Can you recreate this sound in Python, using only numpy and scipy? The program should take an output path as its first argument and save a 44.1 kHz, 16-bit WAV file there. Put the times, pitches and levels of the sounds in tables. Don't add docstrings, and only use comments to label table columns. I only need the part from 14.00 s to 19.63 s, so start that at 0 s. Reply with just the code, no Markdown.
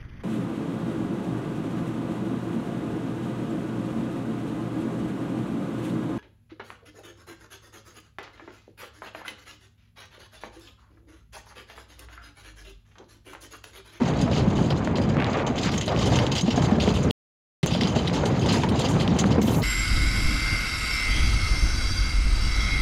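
import sys
import numpy as np
from scipy import signal
from scipy.io import wavfile

SR = 44100
rng = np.random.default_rng(int(sys.argv[2]) if len(sys.argv) > 2 else 0)


def master(y):
    cut = np.clip(np.atleast_2d(y).T, -1, 1)
    pcm = np.round(cut * 32767)
    wavfile.write(sys.argv[1], SR, pcm.astype(np.int16))


N = 248283
T = np.arange(N) / SR


def amp(db):
    return 10 ** (np.asarray(db) / 20)


def rms_one(x):
    return x / np.sqrt(np.mean(x ** 2) + 1e-20)


def drift(rate_hz):
    step = 20
    pole = np.exp(-2 * np.pi * rate_hz * step / SR)
    noise = rng.standard_normal(N // step + 3002)
    slow = signal.lfilter([1], [1, -2 * pole, pole * pole], noise)[3000:]
    slow = np.concatenate([slow]) if len(slow) > 2 else slow
    return slow


def drift(rate_hz):
    step = 20
    pole = np.exp(-2 * np.pi * rate_hz * step / SR)
    noise = rng.standard_normal(N // step + 3002)
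    slow = signal.lfilter([1], [1, -2 * pole, pole * pole], noise)[3000:]
    return np.interp(np.arange(N) / step, np.arange(len(slow)), rms_one(slow - slow.mean()))


def grains(per_s, spread_db):
    size_db = spread_db * np.minimum(rng.exponential(1, N), 4)
    sizes = amp(size_db) * rng.choice([-1, 1], N)
    return rms_one(sizes * (rng.random(N) < per_s / SR))


def ring(drive, hz, t60_s):
    pole, w = amp(-60 / (t60_s * SR)), 2 * np.pi * hz / SR
    return signal.lfilter([0, np.sin(w)], [1, -2 * pole * np.cos(w), pole * pole], drive + 1e-18)


def band(x, edges_hz):
    return signal.sosfilt(signal.butter(2, edges_hz, "band", fs=SR, output="sos"), x)


def band_twice(x, edges_hz):
    return rms_one(band(band(x, edges_hz), edges_hz))


def banded(sources, spectrum, patchy_db, patch_rate_hz):
    hz, db = np.transpose(spectrum)
    octaves = np.log2(min(hz[-1], .45 * SR) / hz[0])
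    edges = hz[0] * 2 ** np.arange(0, octaves, 1 / 3)
    out = 0
    for k, (low, high) in enumerate(zip(edges, edges[1:])):
        level_db = np.interp(np.log(low * high) / 2, np.log(hz), db)
        flicker_db = patchy_db * drift(patch_rate_hz)
        out = out + amp(level_db + flicker_db) * band(sources[k % 2], [low, high])
    return rms_one(out)


def swell(start_s, attack_s, hold_s, release_s):
    corners = start_s + np.cumsum([0, attack_s, hold_s, release_s])
    return amp(np.interp(T, corners, [-30, 0, 0, -30], left=-120, right=-120))


def blows(table, rise_s, t60_s, noisy):
    out = np.zeros(N)
    for s, db, hz in table:
        start = round(s * SR)
        t = T[:min(6000, N - start)]
        shape = (1 - np.exp(-t / rise_s)) * amp(-60 * t / t60_s)
        puff = rms_one(band(rng.standard_normal(6000), [hz / 1.57, hz * 2.59]))[:len(t)]
        sound = (np.sin(2 * np.pi * hz * t) + noisy * puff) / (1 + noisy)
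        out[start:start + len(t)] += amp(db) * shape / shape.max() * sound
    return out


def hiss():
    # (frequency [Hz], relative density [dB per Hz])
    colour = [(6000, -1), (8000, -14), (9000, -20), (10400, -9), (12800, -1), (13600, -12), (15100, 0),
              (19000, 0)]
    noise = banded(rng.standard_normal((2, N)), colour, patchy_db=3, patch_rate_hz=15)
    whistles = np.zeros(N)
    for hz in np.geomspace(9000, 15300, 12):
        whistles += amp(5 * drift(6)) * rms_one(ring(noise, hz, t60_s=.025))
    mix = rms_one(noise + amp(-6.0) * rms_one(whistles))
    return amp(-42.5) * swell(5.405, attack_s=0.022, hold_s=0.17, release_s=0.054) * mix


def gravel(grind_db):
    # (frequency [Hz], relative density [dB per Hz])
    colour = [(250, -14.5), (450, 1.5), (800, -2), (1100, -6), (1600, -19.5)]
    crunch_db = grind_db + 1.6 * drift(30)
    stones = [grains(2000, spread_db=2.5), grains(2000, spread_db=2.5)]
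    grind = banded(stones, colour, patchy_db=1.2, patch_rate_hz=25)
    scrape = band_twice(grains(3000, spread_db=3), (1190, 2700))
    return amp(crunch_db) * grind + amp(crunch_db - 12.5) * scrape


def drag():
    # (start [s], hold [s], level [dB])
    drags = [(1.153, 0.092, -35.5), (1.307, 0.089, -35.5), (1.615, 0.052, -31.5), (4.47, 0.081, -34.5)]
    push = sum(amp(db) * swell(s, 0.029, hold_s, 0.027) for s, hold_s, db in drags)
    slips = -abs(grains(2200, spread_db=3.5))
    return push * band_twice(slips, (750, 3000))


def snaps():
    # (time [s], level before the rise [dB], pitch [Hz])
    pebbles = [(0.3175, -25, 3000), (0.333, -14, 2780), (0.7265, -17, 2600), (0.875, -10.5, 1390),
               (0.9848, -14, 1960), (1.1691, -6.5, 1210), (1.2014, -12, 2450), (1.2059, -12.5, 2100),
               (1.2242, -10, 1770), (1.2447, -11.5, 3680), (1.3967, -13, 2070), (1.4664, -21, 3570),
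               (1.5795, -15, 3200), (1.7766, -25, 3750), (1.8135, -20, 2950), (1.8807, -13, 4200),
               (1.963, -14, 2760), (2.132, -15, 1550), (2.2671, -10, 3270), (2.624, -12, 1510),
               (2.8044, -16, 3190), (2.8769, -11.5, 2280), (2.881, -19, 3250), (2.9406, -19, 2970),
               (3.7506, -15, 3330), (3.8348, -8, 3400), (3.8728, -14, 4310), (4.0744, -15, 3203),
               (4.098, -15, 2240), (4.131, -21, 4950), (4.6365, -12, 2000), (4.641, -26, 2700),
               (5.0135, -12.5, 2230), (5.078, -9, 3180), (5.2382, -15, 2320), (5.242, -4, 1210),
               (5.312, -22, 3190)]
    t60_s, rise_s = .0026, .00007
    t = T[:800]
    out = np.zeros(N)
    for s, db, hz in pebbles:
        start = round(s * SR)
        envelope = amp(db - 60 * t / t60_s) * (1 - np.exp(-t / rise_s))
        out[start:start + 800] -= envelope * np.sin(2 * np.pi * hz * t)
    return out


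def chinks(edges_hz):
    ring_cycles, flare_db = 36, 2.6
    clicks, dealt = grains(3500, spread_db=2.8), rng.integers(0, 10, N)
    rings = np.zeros(N)
    for k, hz in enumerate(np.geomspace(*edges_hz, 10)):
        drive = clicks * (dealt == k) * amp(flare_db * drift(35.0))
        rings += ring(drive, hz, ring_cycles / hz)
    return band_twice(rings, edges_hz)


def iron(chatter_db):
    # (time [s], reference level [dB],
    # jingle re reference [dB], sizzle re reference [dB], t60 [s])
    shakes = [(0.075, -29, -7, -34, 0.08), (0.212, -24.5, -6, -20, 0.085), (0.3127, -23, -30, -43, 0.13),
              (0.329, -31, -19, -38, 0.068), (0.36, -22, -21, -40, 0.17), (0.374, -21, -24, -35, 0.076),
              (0.553, -32, -13, -25, 0.87), (0.7022, -15, -34, -49, 0.059), (0.774, -30.5, -6, -17, 0.053),
              (0.846, -19.5, -13, -26, 0.025), (0.955, -14.5, -33, -41, 0.052),
              (0.9682, -26.5, -12, -24, 0.15), (1.015, -24.5, -19, -32, 0.17),
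              (1.089, -24, -13, -30, 0.099), (1.264, -27, -19, -46, 0.17), (1.297, -37, -3, -32, 0.19),
              (1.329, -22, -17, -36, 0.061), (1.368, -31, -4, -32, 0.053), (1.4653, -21.5, -9, -29, 0.1),
              (1.557, -33, -1, -38, 0.05), (1.5802, -18.5, -16, -38, 0.1), (1.611, -27, -6, -32, 0.17),
              (1.629, -19, -9.5, -30, 0.14), (1.648, -25, -12, -37, 0.14), (1.672, -27, -25, -44, 0.27),
              (1.715, -23.5, -14, -24, 0.15), (1.735, -24.5, -16, -27, 0.23), (1.776, -12.5, -6, -27, 0.04),
              (1.8093, -17, -11, -32, 0.087), (1.8585, -29, -3, -15, 0.047), (1.88, -13, -23, -45, 0.045),
              (1.9866, -21.5, -15, -34, 0.17), (2.056, -24.5, -9, -18, 0.14),
              (2.156, -10.5, -10, -31, 0.038), (2.187, -8.5, -37, -44, 0.036), (2.265, -23, -5, -39, 0.02),
              (2.316, -12.5, -12.5, -30, 0.067), (2.351, -17, -10, -26, 0.086),
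              (2.362, -23, -13, -29, 0.08), (2.378, -16, -15, -34, 0.058), (2.391, -21.5, -12, -36, 0.054),
              (2.4096, -14, -4.5, -19, 0.027), (2.416, -25, -3, -25, 0.018),
              (2.5042, -13.5, -25, -41, 0.062), (2.559, -16, -10, -32, 0.027),
              (2.619, -28.5, -7, -23, 0.18), (2.799, -11, -45, -38, 0.057), (2.8344, -25, -28, -33, 0.068),
              (2.874, -37, -25, -20, 0.15), (2.937, -22, -14, -24, 0.2), (3.029, -32, -2, -13, 0.093),
              (3.106, -10.5, -31, -25.5, 0.089), (3.629, -13, -28, -23, 0.038),
              (3.6613, -31.5, 5, -12, 0.11), (3.7045, -19.5, -27, -40, 0.27), (3.735, -17, -28, -29, 0.066),
              (3.808, -9.5, -22, -34, 0.063), (3.8342, -18, -53, -51, 0.13), (3.872, -25.5, -7, -23, 0.17),
              (3.95, -21, -14.5, -33, 0.31), (4.0736, -14.5, -23, -28, 0.045),
              (4.133, -20.5, -14, -24, 0.12), (4.149, -28.5, -11, -43, 0.38), (4.2537, -17, -12, -23, 0.1),
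              (4.3914, -30, -4, -23, 0.087), (4.4109, -26, -20, -28, 0.27), (4.459, -21, -11, -24, 0.07),
              (4.485, -16.5, -18, -41, 0.45), (4.522, -29, -1.5, -11, 0.29), (4.633, -23, -22, -28, 0.016),
              (4.6885, -10.5, -33, -26, 0.034), (4.79, -21.5, -6, -19, 0.075), (4.84, -29, -18, -36, 0.08),
              (4.846, -17, -18, -39, 0.067), (4.885, -35, 2, -5.5, 0.23), (4.998, -19, -18, -27, 0.15),
              (5.075, -21, -47, -47, 0.027), (5.162, -27, -31, -18, 0.03), (5.186, -14, -3, -19, 0.073),
              (5.194, -21, -2, -17, 0.078), (5.251, -47, 3, -4, 0.18), (5.309, -24.5, -25, -31, 0.055),
              (5.414, -19.5, -11, -23, 0.096), (5.47, -21.5, -31, -34, 0.18),
              (5.5424, -22.5, -14, -18, 0.058), (5.619, -20.5, -20, -33, 0.08)]
    # (frequency [Hz], relative level [dB], t60 [s])
    modes = [(2094, 5, 0.0088), (2685, -4, 0.0448), (3073, 6.5, 0.025), (3300, 5, 0.0031),
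             (3600, -11, 0.046), (3880, -0.5, .04), (4180, 1, 0.0091), (4580, -4, 0.037), (4850, 4, 0.028),
             (5210, 0, 0.024), (5604, -1.5, .05), (5900, -10, 0.045), (6510, 5, 0.075), (6250, 3, 0.035),
             (7180, 10.5, 0.062), (7400, 3.5, 0.037), (8000, -5, .07), (8670, 8, 0.071),
             (10120, -13, 0.044), (10550, 5, 0.089), (11500, -0.5, .1), (14850, -7.5, .08)]
    clank_hz, jingle_hz, sizzle_hz, air_hz = (2450, 4950), (5740, 7660), (6900, 10960), (14300, 15770)

    under_chatter_db = np.array([[0], [8.5], [24.5]])
    steady = amp(chatter_db + 3.4 * drift(20) - under_chatter_db)
    home = np.searchsorted([jingle_hz[0], sizzle_hz[0]], np.array(modes)[:, 0])
    shake, struck = steady.copy(), steady[home] * amp(-2.5)
    luck = rng.normal(0, 1, (len(shakes), len(modes)))
    for (s, ref_db, jingle_db, sizzle_db, t60_s), chance in zip(shakes, luck):
        start = round(s * SR)
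        t = T[:min(8000, N - start)]
        levels = amp(ref_db + np.array([-7.5, jingle_db, sizzle_db]))
        shape = (1 - np.exp(-t / 0.0014)) * amp(-60 * (t / max(t60_s, .01)) ** 1.105)
        burst = levels[:, None] * shape
        shake[:, start:start + len(t)] += burst
        favoured = amp(4.0 * np.clip(chance, -3, 1.3))
        struck[:, start:start + len(t)] += burst[home] * favoured[:, None]

    out = np.zeros(N)
    registers = zip((clank_hz, jingle_hz, sizzle_hz, air_hz), (-10.0, -9.5, -7.5, -19.5), shake[[0, 1, 2, 2]])
    for edges_hz, direct_db, envelope in registers:
        out += amp(direct_db) * envelope * chinks(edges_hz)
    clicks = grains(1500, spread_db=8.0)
    for k, (hz, db, t60_s) in enumerate(modes):
        drive = struck[k] * np.roll(clicks, 997 * k)
        evened = ring(drive, hz, t60_s) / np.sqrt(t60_s * SR / 28)
        out += amp(db - 22.0) * evened
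    return out


def knocks():
    # (time [s], envelope peak [dB], pitch [Hz])
    table = [(0.084, -20.5, 700), (0.2775, -18.5, 660), (0.313, -17, 550), (0.382, -17, 417),
             (0.431, -24, 533), (0.586, -17, 428), (0.588, -20.5, 870), (0.707, -17, 530),
             (0.873, -18.5, 630), (0.983, -19, 543), (0.7565, -31, 885), (1.1665, -29, 635),
             (1.195, -25, 474), (1.218, -22, 740), (1.37, -15, 437), (1.404, -20, 557), (1.878, -17.5, 610),
             (1.917, -20, 690), (1.939, -32, 700), (2.078, -25, 510), (2.119, -19, 710), (2.132, -22, 515),
             (2.169, -19.5, 910), (2.2, -19.5, 597), (2.543, -25, 574), (2.4605, -27, 756),
             (2.5765, -14, 703), (2.588, -25, 474), (2.607, -26, 630), (2.711, -18.5, 750),
             (2.785, -24, 614), (2.857, -23, 466), (2.875, -11, 435), (2.879, -32, 870), (3.047, -20, 500),
             (3.75, -19, 590), (3.962, -18.5, 634), (4.235, -14, 560), (4.259, -13.5, 408),
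             (4.31, -22, 535), (4.389, -39, 560), (4.459, -21, 420), (4.537, -22.5, 980), (4.554, -25, 680),
             (4.571, -18.5, 420), (4.6345, -16, 957), (4.640, -16, 873), (4.649, -32, 800),
             (4.721, -20, 427), (5.24, -27, 803), (5.357, -18, 520), (5.381, -14, 473), (5.507, -16, 398)]
    return blows(table, rise_s=0.00027, t60_s=.055, noisy=.3)


def rumble(rumble_db):
    # (frequency [Hz], relative density [dB per Hz])
    colour = [(15, -31.5), (25, -30), (70, 0.5), (123, 4), (224, 1), (318, -4.5), (464, -11.5),
              (500, -20.5), (650, -42), (1100, -120)]
    bumps = [grains(500, spread_db=1.5), grains(500, spread_db=2.5)]
    return amp(rumble_db) * banded(bumps, colour, patchy_db=1.0, patch_rate_hz=70)


def thumps():
    # (time [s], envelope peak [dB], pitch [Hz])
    table = [(0.014, -10, 238), (0.228, -10.5, 174), (0.473, -8.5, 192), (0.584, -12, 130),
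             (0.611, -17, 171), (0.72, -14, 140), (0.921, -23, 128), (1.172, -16.5, 170), (1.224, -20, 153),
             (1.498, -13.5, 253), (2.073, -15, 242), (2.119, -13, 172), (2.431, -14, 176),
             (2.478, -10, 230), (2.575, -13, 254), (2.606, -12.5, 155), (2.637, -13.5, 144),
             (2.72, -9, 213), (2.783, -15, 223), (2.875, -12.5, 200), (2.902, -19, 180), (3.064, -17, 256),
             (3.631, -8.5, 154.5), (3.721, -17, 167), (3.816, -13, 244), (3.847, -13, 181),
             (3.962, -10.5, 219), (4.395, -18, 149), (4.456, -14.5, 240), (4.514, -12.5, 169),
             (4.712, -11.5, 227), (4.955, -10.5, 181), (5.117, -11, 215), (5.239, -9.5, 213),
             (5.264, -13, 200), (5.382, -9, 200), (5.479, -12, 238)]
    return blows(table, rise_s=0.0051, t60_s=.055, noisy=0.28)


def scene():
    # (time [s], rumble [dB], grind [dB], chain chatter [dB])
    ride = [
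        [(0.0, -22.5, -31, -36.5), (0.63, -22, -34, -38.5), (0.76, -25, -34, -40.5), (0.98, -22.5, -33, -49.5),
         (1.14, -22, -31.5, -45), (1.31, -26.5, -29, -50), (1.5, -26, -32, -44), (1.76, -24.5, -34, -45),
         (1.86, -28.5, -41, -40.5), (1.93, -23, -28.5, -37), (2.14, -20.5, -28.5, -30),
         (2.37, -28.5, -34, -37.5), (2.45, -27, -39.5, -35.5), (2.6, -25, -30.5, -35.5), (2.9, -22, -33, -32.5),
         (3.0, -23, -33, -37.5), (3.105, -20, -32, -40)],
        [(3.64, -24, -36.5, -34), (3.85, -25.5, -34, -36.5), (3.982, -24, -33.5, -39.5),
         (4.316, -23, -30.5, -39.5), (4.672, -23, -31.5, -39.5), (4.85, -23.5, -30.5, -31.5),
         (5.088, -24.5, -32.5, -38.5), (5.272, -21.5, -31.5, -35.5), (5.63, -21.5, -33, -40.5)],
    ]
    s, *columns = np.transpose(np.vstack(ride))
    rumble_db, grind_db, chatter_db = (np.interp(T, s, c) for c in columns)
    ground = gravel(grind_db) + drag() + snaps()
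    cart = iron(chatter_db) + knocks() + rumble(rumble_db) + thumps()
    return (hiss() + ground + cart)[None]


def record(dry):
    mute_start_s, mute_end_s = 3.1100, 3.6299
    tick_s, tick_db, tick_decay_s = 3.6619, -9.5, 0.00024
    cutoff_hz = 15900 * 1.03
    out = .6 * np.tanh(dry / .6)
    out = out * ((T < mute_start_s) | (T > mute_end_s))
    tick = (T > tick_s) * np.exp(-np.maximum(T - tick_s, 0) / tick_decay_s)
    out = out + amp(tick_db) * tick
    return signal.sosfilt(signal.cheby2(16, 60, cutoff_hz, fs=SR, output="sos"), out)


dry = scene()
out = record(dry)
master(out)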